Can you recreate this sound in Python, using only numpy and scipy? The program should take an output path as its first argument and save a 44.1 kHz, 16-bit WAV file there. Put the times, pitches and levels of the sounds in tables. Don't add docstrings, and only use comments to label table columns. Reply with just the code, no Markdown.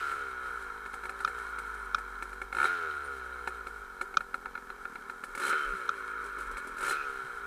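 import sys
import numpy as np
from scipy import signal
from scipy.fft import rfft, irfft
from scipy.io import wavfile
from scipy.ndimage import uniform_filter1d

SR = 44100
rng = np.random.default_rng(int(sys.argv[2]) if len(sys.argv) > 2 else 0)


def generate_wav(sig):
    pcm = np.round(np.clip(np.atleast_2d(sig).T, -1, 1) * 32767).astype(np.int16)
    wavfile.write(sys.argv[1], SR, pcm)


def elevation(decibels):
    levels = np.asarray(decibels, float)
    return 10 ** (levels / 20)


N = 328986
t = np.arange(N) / SR

# (time [s], speed [turns/s])
CRANK_SPEED = [(0.048, 73.23), (0.81, 52.22), (1.038, 51.48), (1.319, 55.11), (1.95, 47.84), (2.519, 44.65),
               (2.661, 84.56), (2.709, 89.3), (2.99, 71.68), (3.989, 45.7), (4.939, 37.35), (5.36, 37.79),
               (5.52, 75), (5.69, 65.44), (6.77, 41.14), (6.93, 70.6), (6.969, 73.9), (7.46, 56.22)]
# (time [s], peak level [dB], gas burst level [dB])
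LONE_FIRINGS = [(0.115, -30, -47), (0.86, -32, -52), (0.939, -29.5, -44), (1.0357, -31.5, -50),
                (1.054, -30, -50), (1.0934, -27.5, -45.5), (1.2037, -30.5, -46), (1.276, -24.5, -43.5),
                (1.5848, -30.5, -43.5), (1.74, -48.5, -50.5), (1.9824, -32, -46.5), (2.2238, -26.5, -43),
                (2.329, -34.5, -52.5), (2.416, -27, -47.5), (3.474, -21.5, -42.5), (3.669, -28, -48.5),
                (4.0121, -22, -41.5), (4.141, -33, -59), (4.2065, -28.5, -52), (4.3424, -23.5, -48),
                (4.4571, -29, -60), (4.5528, -30, -66), (4.576, -34, -71), (4.7018, -30.5, -60),
                (4.8533, -32, -72), (4.956, -31.5, -61), (5.0973, -29.5, -51), (5.237, -28.5, -43),
                (5.5285, -21.5, -68), (6.5693, -30.5, -44.5)]
# (first firing [s], last firing [s], firing rate [Hz], rate gain [Hz/s])
BLIP_TIMES = [
    (2.5263, 2.66, 42, 325),
    (5.3498, 5.5, 35, 300),
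    (6.7822, 6.915, 38.5, 265),
]
# (first firing [dB], last firing [dB], gas burst [dB], roar [dB], intake hiss [dB])
BLIP_LEVELS = [
    (-25, -21, -22, 12.5, 9),
    (-28.5, -27, -11, 14, 6),
    (-32, -27.5, -9.5, 13, 13),
]
BLIP_CASE_RING_DB = [-0.5, -23, -17]
# (time [s], peak level [dB])
COUGHS = [(6.239, -43), (6.259, -43.5), (6.298, -65), (6.383, -40), (6.402, -42), (6.467, -46),
          (6.511, -40.5), (6.577, -44), (6.67, -37.5), (6.767, -43)]
# (time [s], level [dB])
GRIP = [(0, -62.5), (.4, -59.5), (1.3, -57), (1.8, -51), (2.5, -52.5), (2.72, -64.5), (3.0, -56.5),
        (3.3, -54), (3.83, -55), (3.9, -65.5), (4.45, -60.5), (5.6, -73), (6.4, -53.5), (6.54, -46),
        (6.6, -72), (7.3, -74), (7.46, -56)]
# (time [s], effort [dB])
EFFORT = [(0, 2.5), (.27, 0), (.5, 1.5), (1.05, -2), (1.41, 2.5), (2.2, 0.5), (2.5, -4), (2.75, -2.5),
          (3.32, -2), (3.9, -3.5), (4.4, -5.5), (5.07, -1), (5.25, -3.5), (5.58, 4.5), (5.85, 0.5),
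          (6.6, 3.5), (7.1, 0), (7.46, -0.5)]
# (level at 55 turns/s [dB], slope [dB/octave of speed], share of effort [0-1], share of roar [0-1])
LAYERS = [(-39.5, 5, 1, 1), (-52.5, 12, 0.067, 0.19), (-64.5, 6.5, .9, 0.13), (-65.5, 14.5, 0.65, 1)]
# (start [s], end [s], centre [Hz], width [Hz], level [dB])
FIN_SONGS = [(2.632, 2.696, 3880, 200.7, -45.5), (5.41, 5.521, 4073, 70.6, -51),
             (5.444, 5.677, 3086, 90.7, -52.5), (6.885, 6.952, 4090, 79.9, -48),
             (6.901, 7.061, 2500, 200, -50), (1.729, 1.813, 9150, 59.8, -70), (1.84, 1.875, 9150, 60, -63),
             (2.71, 2.77, 9150, 60, -69), (2.944, 2.986, 9150, 60.4, -63), (3.028, 3.1, 9150, 58.65, -65)]
# (centre [Hz], width [Hz], level [dB])
CASE = [(1020, 310, 0.5), (1296, 50, 8), (1404.4, 188, 9.5), (1700, 140, -2), (2216, 208, -9),
        (2480, 55, -18.5), (3230, 120, -18.5), (3970, 230, -26), (4090, 200, -25), (5400, 270, -35),
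        (5920, 130, -26)]
# (centre [Hz], width [Hz], level [dB])
PIPE = [(149, 45, -38), (264.3, 61, -3.5), (398.5, 55.5, 7), (475.6, 33.7, 5), (557.6, 5.5, 4),
        (795, 207, -1.5), (947, 85, 1)]
# (centre [Hz], width [Hz], level [dB])
SILENCER = [(247, 102, 0)]
# (centre [Hz], width [Hz], level [dB])
FINS = [(5600, 500, -24.5), (7200, 620, 0.5), (8250, 790, 7), (9200, 230, 2), (9160, 560, -8),
        (10090, 1060, 4.5), (12500, 3000, -10)]
# (centre [Hz], width [Hz], level [dB])
HEAD = [(3106, 180, 7.6), (3760, 100, 7.9), (4090, 120, 9)]
# (centre [Hz], width [Hz], level [dB])
BANG = [(258, 120, -35), (375, 32, 0.5), (497, 18, -39), (767, 39, -1), (926, 100, -5.5), (1389, 206, -0.5),
        (1432, 330, -25), (1748, 114, 1), (2205, 177, -0.5), (2500, 46, -14), (3400, 750, -23),
        (4100, 140, -22), (5960, 100, -40)]
# (centre [Hz], width [Hz], level [dB])
THROAT = [(250, 64, -5), (396, 80, -6.5), (536, 37, 2.5), (840, 290, -8), (920, 114, 4.5)]
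# (time [s], share [0-1])
HEAD_TURN = [
    (0, 0),
    (5.2, 0),
    (5.4, 1),
    (6.85, 1),
    (7.05, 0),
    (7.46, 0),
]
# (centre [Hz], width [Hz], gain [ratio])
HELMET_SHADE = [(192, 200, -0.13), (323, 92, 1), (572, 87, 1), (718, 186, -0.89), (1210, 29, 1),
                (2510, 620, 0.39)]
# (time [s], peak level [dB], crack level [dB])
STONES = [
    (1.2487, -15.5, -28),
    (1.9468, -14.5, -26),
    (4.1711, -10.5, -25),
    (5.892, -16, -29.5),
]
# (frequency [Hz], level [dB], decay length [s])
STONE_MODES = [(171, -37, 0.015), (563, -35.5, 0.017), (940, -10.5, 0.002), (1341, 8, 0.0032),
               (2440, -15.5, 0.0078), (3146, -15, 0.0045), (3680, 8.5, 0.0013), (5420, 2.5, 0.0012),
               (6280, -7.5, 0.0017)]
# (time [s], level [dB], frequency [Hz], length [s])
THUMPS = [(5.7, -38, 30, .075), (5.745, -50, 190, .03), (6.53, -42, 36, .06), (6.47, -52, 25, .05),
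          (7.25, -52, 130, .03), (7.35, -52, 30, .06), (3.92, -54, 30, .08), (5.32, -52, 30, .08)]
# (frequency [Hz], level [dB])
MIC_HISS = [(20, 7), (100, 4), (700, 2), (2000, 3), (6000, 0), (12000, -2), (15400, -5)]


def level(x, db):
    return x * elevation(db) / np.sqrt(np.mean(x ** 2))


def noise():
    return rng.standard_normal(N)


def curves(table):
    time_s, *columns = np.transpose(table)
    return [np.interp(t, time_s, column) for column in columns]


def clicks(times_s, db):
    x = np.zeros(N)
    at = np.clip((np.asarray(times_s) * SR).astype(int), 0, N - 1)
    np.add.at(x, at, elevation(np.asarray(db)))
    return x


def fade(x, t60_s):
    return signal.lfilter([1], [1, -np.exp(-np.log(1000) / (t60_s * SR))], x)


def peak(x, hz, width_hz):
    return signal.lfilter(*signal.iirpeak(hz, hz / width_hz, fs=SR), x)


def body(x, peaks, skirt_db, size=4096):
    bins_hz = np.arange(size // 2 + 1) * SR / size
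    power = elevation(2 * skirt_db) / (1 + (bins_hz / 7000) ** 4)
    for hz, width_hz, db in peaks:
        power = power + elevation(2 * db) / (1 + (2 * (bins_hz - hz) / width_hz) ** 2) ** 1.812
    cepstrum = irfft(np.log(power) / 2)
    cepstrum[1:size // 2] *= 2
    cepstrum[size // 2 + 1:] = 0
    ring = irfft(np.exp(rfft(cepstrum)))[:size // 2]
    return signal.oaconvolve(x, ring / np.abs(ring).max())[:N]


def walk(rate_hz):
    hold = int(SR / rate_hz)
    steps = np.repeat(rng.standard_normal(N // hold + 1), hold)
    return 4.1 * uniform_filter1d(steps, hold)[:N]


def stepped(x):
    return .3 * x + .45 * np.roll(x, 32) + .4 * np.roll(x, 64) + .2 * np.roll(x, 96)


def crank():
    time_s, hz = np.transpose(CRANK_SPEED)
    rising_hz = np.interp(t, time_s, hz)
    coasting_hz = 1 / np.interp(t, time_s, 1 / hz)
    speed_hz = np.where(np.gradient(rising_hz) > 0, rising_hz, coasting_hz)
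    speed_hz = speed_hz * (1 + .009 * walk(rate_hz=14) * (50 / speed_hz) ** 3.5)
    times_s, peak_db, _ = np.transpose(LONE_FIRINGS)
    kick_hz, kick_rise_s = 2.5, 0.045
    kicks = fade(clicks(times_s, peak_db + 28), t60_s=.9)
    return speed_hz + kick_hz * uniform_filter1d(kicks, int(kick_rise_s * SR))


def throttle(column):
    peak_share, release_s = 0.48, 0.065
    lift_db = 0
    for (first, last, *_), row in zip(BLIP_TIMES, BLIP_LEVELS):
        corners_s = [first, first + peak_share * (last - first), last + release_s]
        lift_db = lift_db + np.interp(t, corners_s, [0, row[column], 0])
    return lift_db


def pipe_hum(hz, port):
    scatter = rng.standard_normal(len(port))
    puffs = clicks(port / SR, .6 * scatter)
    hum = level(body(puffs, PIPE, skirt_db=-52), 0)
    tilt = 0.49 * peak(hum, 423, 80) - 0.45 * peak(hum, 403, 70) - .5 * peak(hum, 248, 210)
    hum = hum + np.clip((hz - 52) / 30, -.6, 1) * tilt
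    upper_partials = peak(peak(puffs, 980, 700), 980, 700)
    hum = hum + level(upper_partials, -3) * np.minimum(hz / 70, 1.1) ** 3
    turbulence = body(noise(), PIPE, skirt_db=-24)
    hum = hum + level(turbulence, -10) * (50 / hz) ** 4
    boom = body(clicks(port / SR, 1.8 * scatter), SILENCER, skirt_db=-34)
    return hum + level(boom, -9.5) * (50 / hz) ** 4.35


def piston_slap(turns):
    stroke = 2 * turns + .3
    count = stroke.astype(int)
    strength_db = 5.1 * rng.standard_normal(count[-1] + 1)[count] - count % 2
    return np.exp(-(stroke % 1) / 0.12) * elevation(strength_db)


def clatter(hz, turns, port, slap):
    rattle = level(body(noise() * (2.2 + slap), CASE, skirt_db=-67), 0)
    rattle = signal.sosfilt(signal.butter(3, 1080, "highpass", fs=SR, output="sos"), rattle)
    rattle = rattle - .6 * peak(rattle, 1020, 330) * np.clip((hz - 50) / 20, 0, 1)
    coast = np.prod([(t < first) | (t > last) for first, last, *_ in BLIP_TIMES], axis=0)
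    rattle = rattle * (.6 + .4 * uniform_filter1d(1. * coast, size=400)) * np.minimum(55 / hz, 1)
    closing = np.flatnonzero(np.diff(np.floor(turns + .57)))
    raps = clicks(port / SR, rng.standard_normal(len(port)))
    raps = raps + clicks(closing / SR, rng.standard_normal(len(closing)) - 3)
    ring = level(body(stepped(raps * coast), CASE, skirt_db=-50), -3)
    rattle = rattle + ring * np.minimum(hz / 62, 1.15) ** 2
    return rattle + 0.49 * (hz / 65) ** 5.9 * peak(rattle, 2120, 750)


def coasting():
    hz = crank()
    turns = np.cumsum(hz) / SR
    port = np.flatnonzero(np.diff(np.floor(turns)))
    slap = piston_slap(turns)
    octaves, effort_db, roar_db = np.log2(hz / 55), curves(EFFORT)[0], throttle(column=3)
    clatter_db, hum_db, gas_db, head_db = (db + slope * octaves + shaken * effort_db + roared * roar_db
                                           for db, slope, shaken, roared in LAYERS)
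    shut = clicks([0] + [last for _, last, *_ in BLIP_TIMES], 0)
    gas_db = gas_db + throttle(column=4) + 2 * fade(shut, t60_s=1)
    shake_db = np.minimum(curves(GRIP)[0], -50.5)
    shake = np.sqrt(2) * elevation(shake_db) * np.sin(2 * np.pi * turns)
    gas = level(body(noise() * (1.1 + slap) * elevation(.6 * walk(rate_hz=25)), FINS, skirt_db=2), 0)
    head = level(body(noise() * (0.29 + slap), HEAD, skirt_db=-54), -2.5)
    rasp = level(peak(noise() * (0.94 + slap), 2260, 1400), -50)
    rasp = rasp * uniform_filter1d(fade(shut, t60_s=1.17), size=800)
    engine = rasp + shake + elevation(hum_db) * pipe_hum(hz, port)
    engine = engine + elevation(clatter_db - 2) * clatter(hz, turns, port, slap)
    return engine + elevation(gas_db) * gas + elevation(head_db) * head


def firings():
    times_s, peak_db, gas_db = map(list, np.transpose(LONE_FIRINGS))
    rings, delay_s = 0, .0004
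    for timing, levels, ring_db in zip(BLIP_TIMES, BLIP_LEVELS, BLIP_CASE_RING_DB):
        first, last, hz, gain = timing
        first_db, last_db, burst_db, *_ = levels
        length_s = last - first
        turn = np.arange(0, hz * length_s + gain * length_s ** 2 / 2)
        after_s = (np.sqrt(hz ** 2 + 2 * gain * turn) - hz) / gain
        db = first_db + (last_db - first_db) * after_s / length_s
        db = db + 1.2 * rng.standard_normal(len(turn))
        late = np.clip((t - first) / .07, 0, 1)
        rings = rings + clicks(first + after_s + delay_s, db + ring_db) * late
        times_s += list(first + after_s)
        peak_db += list(db)
        gas_db += list(db + burst_db)
    blow = clicks(np.array(times_s) + delay_s, peak_db)
    ragged = stepped(blow) + .04 * noise() * fade(blow, t60_s=.03)
    bang = 2.25 * body(ragged, BANG, skirt_db=-49)
    bang = bang + .3 * body(blow, THROAT, skirt_db=-30)
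    bang = bang + body(stepped(rings), CASE, skirt_db=-41)
    bang = bang + 0.96 * body(clicks(*np.transpose(COUGHS)), PIPE, skirt_db=-51)
    times_s += [s for s, _ in COUGHS]
    gas_db += [db - 6 for _, db in COUGHS]
    puffs = fade(clicks(np.array(times_s) + 0.0017, gas_db), t60_s=0.1)
    burst = noise() * uniform_filter1d(puffs, size=130)
    return bang + 0.34 * body(burst, FINS, skirt_db=0)


def fins():
    song = 0
    for start, end, hz, width_hz, db in FIN_SONGS:
        buzz = level(peak(peak(noise(), hz, width_hz), hz, width_hz), db)
        song = song + buzz * np.clip(np.minimum(t - start, end - t) / 0.016, 0, 1)
    return song


def knocks():
    age, out = t[:1500], np.zeros(N + 1500)
    swell = 1 - np.exp(-(age / .002) ** 2)
    for s, db, crack_db in STONES:
        ring = 0
        for hz, mode_db, length_s in STONE_MODES:
            gain = elevation(mode_db + (crack_db + 21) * (hz > 2000))
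            tone = np.sin(2 * np.pi * hz * age + rng.uniform(0, 2 * np.pi))
            ring = ring + gain * tone * np.exp(-(age / length_s) ** 1.57)
        grit = body(noise()[:len(age)], [(4500, 3000, 0)], skirt_db=-25)[:len(age)]
        crack = elevation(crack_db + 5) * grit * np.exp(-age / .0025)
        start = int((s - .0012) * SR)
        out[start:start + len(age)] += 1.074 * elevation(db) * swell * (ring + crack)
    out = out[:N]
    return out + .05 * np.roll(out, int(.0105 * SR))


def wind():
    thumps = 0
    for s, db, hz, length_s in THUMPS:
        swell = np.exp(-((t - s) / (length_s / 2)) ** 2)
        thumps = thumps + elevation(db) * swell * np.sin(2 * np.pi * hz * (t - s))
    low = signal.butter(2, [18, 45], "bandpass", fs=SR, output="sos")
    rumble = signal.sosfilt(low, noise()) * elevation(2.6 * walk(rate_hz=1.54))
    hz, db = np.transpose(MIC_HISS)
    bins_hz = np.maximum(np.arange(N // 2 + 1) * SR / N, 1)
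    hiss = irfft(rfft(noise()) * elevation(np.interp(np.log(bins_hz), np.log(hz), db)), N)
    return thumps + level(rumble, -63.5) + level(hiss, -66)


def scene():
    engine = coasting() + firings() + fins()
    shade = sum(gain * peak(engine, hz, width_hz) for hz, width_hz, gain in HELMET_SHADE)
    return (engine + curves(HEAD_TURN)[0] * shade + knocks() + wind())[None]


def band_limit(x):
    return signal.sosfilt(signal.butter(12, 15390, fs=SR, output="sos"), x)


def record(dry):
    hollow = dry - peak(dry, hz=681, width_hz=24)
    top_cut = signal.ellip(8, .2, 70, 15350, fs=SR, output="sos")
    mix = signal.sosfilt(top_cut, hollow)
    return band_limit(mix)


dry = scene()
out = record(dry)
generate_wav(out)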